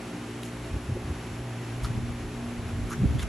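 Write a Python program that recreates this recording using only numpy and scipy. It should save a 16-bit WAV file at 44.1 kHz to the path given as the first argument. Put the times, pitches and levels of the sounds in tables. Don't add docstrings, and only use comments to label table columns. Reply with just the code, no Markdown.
import sys
import numpy as np
from scipy.fft import rfft, irfft, next_fast_len
from scipy.io import wavfile
from scipy.ndimage import uniform_filter1d, map_coordinates

SR = 44100
rng = np.random.default_rng(int(sys.argv[2]) if len(sys.argv) > 2 else 0)


def inscribe(sig):
    pcm = np.round(np.clip(np.atleast_2d(sig).T, -1, 1) * 32767)
    wavfile.write(sys.argv[1], SR, pcm.astype(np.int16))


N = 144648
T = np.arange(N) / SR

# f/Hz, relative density/dB
RUSH_SPECTRUM = [(30, -40), (100, -1.5), (200, -3), (280, 0), (420, -4.5), (470, -9.5), (850, -8.5),
                 (1000, -10.5), (2560, -15), (4000, -22.5), (4750, -23), (4900, -36), (5050, -23.5),
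                 (7900, -26), (8500, -31), (8750, -53), (9700, -48), (10000, -25.5), (11300, -25.5),
                 (11500, -36), (12000, -33), (12150, -68), (16000, -100)]
# f/Hz, side over mid/dB
RUSH_WIDTH = [(110, -60), (180, -48), (300, -16.5), (400, -12.5), (640, -8.5), (1170, -8), (1500, -11),
              (1900, -18), (2300, -11), (3820, -5), (8000, -7.5), (8700, -18), (9700, -20), (10000, -5),
              (11500, -7), (11900, -14)]
# order, level/dB, waver/dB
HUM_ORDERS = [(1, -50, 6), (3, -52.5, 4.5), (5, -50, 4.5), (6, -51.5, 2), (7, -54.5, 5), (9, -58.5, 1.5),
              (11, -62, 5), (13, -61, 2)]
# t/s, order 2 level/dB, order 4 level/dB
DRONE_LEVELS = [(0.0, -50, -48.5), (0.15, -48.5, -45.5), (0.41, -46, -45), (0.59, -43.5, -49.5),
                (0.88, -49.5, -46.5), (1.34, -42, -49.5), (1.47, -39, -48), (1.74, -37.5, -48.5),
                (1.88, -38, -46.5), (2.16, -39.5, -40.5), (2.27, -44.5, -42.5), (2.47, -45, -42.5),
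                (2.97, -42, -41), (3.28, -54, -49)]
# f/Hz, level before panning/dB, end/s
WHINE_TONES = [(9819, -68.5, 3.3), (8441, -68, .75)]
# t/s, level/dB
DRAUGHT_LEVELS = [(0.0, -66), (0.32, -64), (0.5, -54), (0.71, -49), (0.86, -44), (0.94, -37), (1.07, -44),
                  (1.17, -50), (1.3, -52), (1.45, -50), (1.64, -54), (1.97, -34), (2.28, -45), (2.54, -43),
                  (2.71, -42), (3.11, -34), (3.22, -41), (3.28, -36)]
# f/Hz, relative density/dB
BUFFET_SPECTRUM = [(15, -42), (30, 11), (60, 8), (120, 2), (200, -9), (350, -19), (600, -82), (1500, -120)]
# t/s, peak/dB, f/Hz, half-height width/s
BUMPS_AND_KNOCK = [(0.717, -26, 65, 0.012), (0.746, -22, 70.5, 0.018), (.742, -32, 190, 0.012),
                   (0.767, -24, 74.5, 0.019), (0.899, -21.5, 101, 0.016), (0.922, -20.5, 113, 0.021),
                   (0.967, -32, 359, 0.021), (.97, -33.5, 503, 0.0067), (1.054, -31.5, 75, 0.016),
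                   (1.084, -25.5, 120, 0.012), (1.1, -34, 200, 0.0086), (1.114, -23, 73, 0.023),
                   (1.322, -28, 85, 0.012), (1.34, -33, 65, 0.013), (1.396, -35, 95, 0.012),
                   (1.415, -34, 65, .016), (1.44, -43, 60, 0.019), (1.846, -23.5, 58, 0.037),
                   (1.909, -24.5, 116, 0.015), (1.98, -24.5, 109, 0.015), (1.975, -34, 203, 0.043),
                   (2.034, -30, 90, 0.012), (2.108, -28.5, 86, 0.017), (2.256, -30, 80, 0.012),
                   (2.596, -25, 75, 0.012), (2.635, -30, 79.4, 0.011), (2.667, -29, 85.5, 0.026),
                   (2.739, -24, 99, 0.014), (2.788, -28, 104, 0.025), (2.815, -31.5, 113, 0.034),
                   (2.857, -32, 47.6, 0.038), (2.998, -24.5, 138, 0.034), (3.02, -21.5, 149, 0.012),
                   (3.036, -18, 188, 0.014), (3.047, -21.5, 280, 0.011), (3.057, -13, 79.5, 0.01),
                   (3.074, -21, 55, .014), (3.102, -20, 72, 0.026), (3.141, -27.5, 69, 0.036),
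                   (3.157, -22, 124, 0.039), (3.195, -22, 79.4, 0.018), (3.24, -24.5, 75, 0.015)]
# f/Hz, relative density/dB
PUFF_SPECTRUM = [(30, -42), (100, 3), (200, -7), (330, -13.5), (600, -24), (1500, -120)]
# start/s, end/s, side gain/dB
PORT_SPELLS = [(.66, 0.842, -18), (1.761, 2.126, -9.5), (2.195, 2.62, -15), (2.622, 2.997, -12),
               (3.014, 3.3, -5.5)]
# f/Hz, relative density/dB
PORT_SPECTRUM = [(15, -40), (35, -10), (60, 4), (130, 0.5), (240, -11.5), (400, -18), (600, -40),
                 (1500, -120)]
# t/s, half-height width/s, level/dB, tilt/(dB/oct), horn resonance/Hz, lift/dB
STROKES = [(.4342, .0025, -39, .5, 13500, 12), (.455, .05, -50, 1.5, 6800, 3), (.83, .05, -63, 1, 10500, 4),
           (1.84, .012, -47, 1, 8000, 6), (1.852, .034, -45, -1, 4400, 6), (1.854, .012, -46, -1, 2700, 8),
           (2.69, .04, -50, -5, 1400, 10), (2.72, .05, -63, 0, 9000, 5), (2.875, .03, -52, -3, 2400, 8),
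           (2.9, .04, -46, -3, 1300, 16), (2.906, .012, -47, 3, 11000, 4), (2.926, .026, -44, 0, 6200, 9),
           (2.93, .025, -45, -3, 1400, 14), (2.947, .02, -50, -3, 1800, 12),
           (3.189, .01, -49, -1, 3300, 10), (3.201, .018, -41, -1, 3400, 12),
           (3.199, .016, -43, -3, 1950, 12), (3.217, .016, -46, -2, 3000, 6), (3.23, .018, -45, 0, 6900, 3),
           (3.23, .016, -41, -3, 2300, 6)]
# f/Hz, relative density/dB
GRIT_SPECTRUM = [(200, -40), (500, -27), (1200, -3.5), (3000, -3), (5000, -7), (7000, -4), (9000, -9.5),
                 (11000, -2), (12500, -18), (13500, -25), (15500, -38)]
# t/s, gain/dB, favoured f/Hz, pitch factor, ring time factor
BLADE_SLIPS = [(0.4334, -19, 2800, 1.08, 0.38), (1.8466, -29, 1300, .99, 0.97),
               (1.8458, -23, 4600, 1.01, 1.2), (1.8515, -25, 2820, 1, 0.98),
               (1.8528, -30.5, 1300, 0.92, 0.86), (1.858, -29.5, 1300, 1.03, .8),
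               (2.907, -32, 1300, 0.84, 0.76), (2.917, -31, 1300, 1.04, 0.69),
               (2.9212, -30, 1300, 0.94, 0.64), (2.925, -33, 1300, 1.07, .6), (2.928, -27, 1300, 0.96, .8),
               (2.935, -27.5, 1300, 1.13, 0.75), (2.943, -35, 1300, 1.2, .6),
               (3.194, -23.5, 3400, 1.04, 0.78), (3.1945, -25, 2200, 0.88, 1), (3.2, -27, 2200, 0.9, 0.77),
               (3.207, -28, 3400, 1, .6), (3.2245, -27, 2870, 1.02, .8), (3.226, -33.5, 1310, 1.14, .8),
               (3.227, -30, 6850, 1, 1), (3.2335, -31, 1300, 1.15, 0.55)]
# f/Hz, level/dB, t60/s
BLADE_MODES = [(1290, 2, 0.018), (2170, -7, 0.014), (2870, -6, 0.012), (3400, -4.5, 0.017),
               (4370, -5, 0.0075), (5100, -6, 0.0069), (6850, -9, .009), (8360, -9, 0.0071),
               (10900, -18, .004)]

RUSH_DB = -41.5
SHAFT_HZ, DRONE_GAIN_DB = 59.14, 2
PUFF_DB = -12.5
GRAINS_PER_S, RESONANCE_OCT = 9000, 0.25
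SIDE_LAG_S, SIDE_DB = 0.021, -9.5
FAVOUR_DB_PER_OCT, ATTACK_S = 20, 0.0006
RASP_DEPTH, RASP_PER_S = 0.25, 1500
LOW_HZ, TOP_HZ = 39.7, 15650


def amp(db):
    return 10 ** (np.asarray(db) / 20)


def unit_rms(x):
    return x / np.sqrt(np.mean(x ** 2) + 1e-20)


def db_at(points, hz):
    f, db = np.transpose(points)
    return np.interp(np.log(hz + 1), np.log(f + 1), db)


def curves(rows):
    times_s, *columns = np.transpose(rows)
    return [np.interp(T, times_s, column) for column in columns]


def wobble(knots_per_s):
    return map_coordinates(rng.standard_normal(int(N * knots_per_s / SR) + 4), [T * knots_per_s])


def pulse(at_s, width_s):
    return np.exp(-np.log(2) * (2 * (T - at_s) / width_s) ** 2)


def filtered(x, gain_at_hz):
    size = next_fast_len(N + SR // 2)
    return irfft(rfft(x, size) * gain_at_hz(np.fft.rfftfreq(size, 1 / SR)), size)[..., :N]


def noise(spectrum):
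    return unit_rms(filtered(rng.standard_normal(N), lambda hz: amp(db_at(spectrum, hz))))


def stereo(mid, side):
    return np.array([mid + side, mid - side])


def rush():
    white = rng.standard_normal((2, N))
    mid = filtered(white[0], lambda hz: amp(db_at(RUSH_SPECTRUM, hz)))
    side = filtered(white[1], lambda hz: amp(db_at(RUSH_SPECTRUM, hz) + db_at(RUSH_WIDTH, hz)))
    flutter_db = 0.3 * wobble(5) + 0.4 * wobble(25)
    return amp(RUSH_DB + flutter_db) * stereo(mid, side) / mid.std()


def fan_motor():
    turns = np.cumsum(SHAFT_HZ + 0.15 * wobble(2.978)) / SR

    def tone(order, db, jitter_rad):
        phase = 2 * np.pi * order * turns + jitter_rad * wobble(12) + 7 * rng.random()
        return np.sqrt(2) * amp(db) * np.sin(phase)

    hum = sum(tone(order, db + waver_db * wobble(9), jitter_rad=0.24 * order)
              for order, db, waver_db in HUM_ORDERS)
    second_db, fourth_db = curves(DRONE_LEVELS)
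    second = tone(2, second_db + 0.5 * wobble(9.54), jitter_rad=0.91)
    fourth = tone(4, fourth_db + 2 * wobble(7.99), jitter_rad=0.4)
    return hum + amp(DRONE_GAIN_DB) * (second + fourth)


def whines():
    return sum(np.sqrt(2) * amp(db) * np.clip((end_s - T) / 0.02, 0, 1) * np.sin(2 * np.pi * hz * T)
               for hz, db, end_s in WHINE_TONES)


def draught_and_knock():
    level = amp(curves(DRAUGHT_LEVELS)[0])
    buffet = level * unit_rms(amp(3 * wobble(20)) * noise(BUFFET_SPECTRUM))
    bumps, swell = np.zeros((2, N))
    for at_s, db, hz, width_s in BUMPS_AND_KNOCK:
        envelope = amp(db) * pulse(at_s, width_s)
        bumps += envelope * np.sin(2 * np.pi * (hz * (T - at_s) + rng.random()))
        swell += envelope
    puffs = amp(PUFF_DB) * swell * noise(PUFF_SPECTRUM)
    spells = sum(amp(db) * ((T > start_s) & (T <= end_s)) for start_s, end_s, db in PORT_SPELLS)
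    side = uniform_filter1d(spells, size=900) * (level + 0.23 * swell) * noise(PORT_SPECTRUM)
    return stereo(buffet + bumps + puffs, side)


def knife_scrapes():
    out = np.zeros((2, N))
    for at_s, width_s, db, tilt_db_per_oct, horn_hz, lift_db in STROKES:
        def colour(hz):
            tilt_db = tilt_db_per_oct * np.log2((hz + 1) / 4000)
            horn_db = lift_db * np.exp(-(np.log2((hz + 1) / horn_hz) / RESONANCE_OCT) ** 2)
            return amp(db_at(GRIT_SPECTRUM, hz) + tilt_db + horn_db)

        grains = (rng.random((2, N)) < GRAINS_PER_S / SR) * rng.standard_normal((2, N))
        hiss = 0.054 * rng.standard_normal((2, N))
        grit = amp(db) * unit_rms(filtered(grains + hiss, colour))
        mid = pulse(at_s, width_s) * grit[0]
        side = amp(SIDE_DB) * pulse(at_s + SIDE_LAG_S, width_s) * grit[1]
        out += stereo(mid, side)
    return out


def knife_slips():
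    out, t = np.zeros(N + SR), T[:SR // 30]
    for at_s, gain_db, favoured_hz, pitch_factor, time_factor in BLADE_SLIPS:
        ring = np.zeros(len(t))
        for hz, mode_db, t60_s in BLADE_MODES:
            scatter_db, detune = rng.standard_normal(2) * [2, 0.0066]
            favour_db = -FAVOUR_DB_PER_OCT * abs(np.log2(hz / favoured_hz))
            decay_db = -60 * t / (t60_s * time_factor)
            mode = np.sin(2 * np.pi * hz * pitch_factor * (1 + detune) * t)
            ring += amp(mode_db + favour_db + scatter_db + decay_db) * mode
        attack = 1 - np.exp(-t / (ATTACK_S * time_factor))
        out[round(at_s * SR):][:len(t)] += amp(gain_db) * attack * ring
    return out[:N] * (1 + RASP_DEPTH * wobble(RASP_PER_S))


def scene():
    whine_pan, slip_pan = amp([[-3], [2.5]]), amp([[-0.5], [0.5]])
    background = fan_motor() + rush() + whine_pan * whines() + draught_and_knock()
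    return background + knife_scrapes() + slip_pan * knife_slips()


def record(dry):
    return filtered(dry, lambda hz: (hz < TOP_HZ) / np.sqrt(1 + (LOW_HZ / (hz + 1)) ** 8))


dry = scene()
out = record(dry)
inscribe(out)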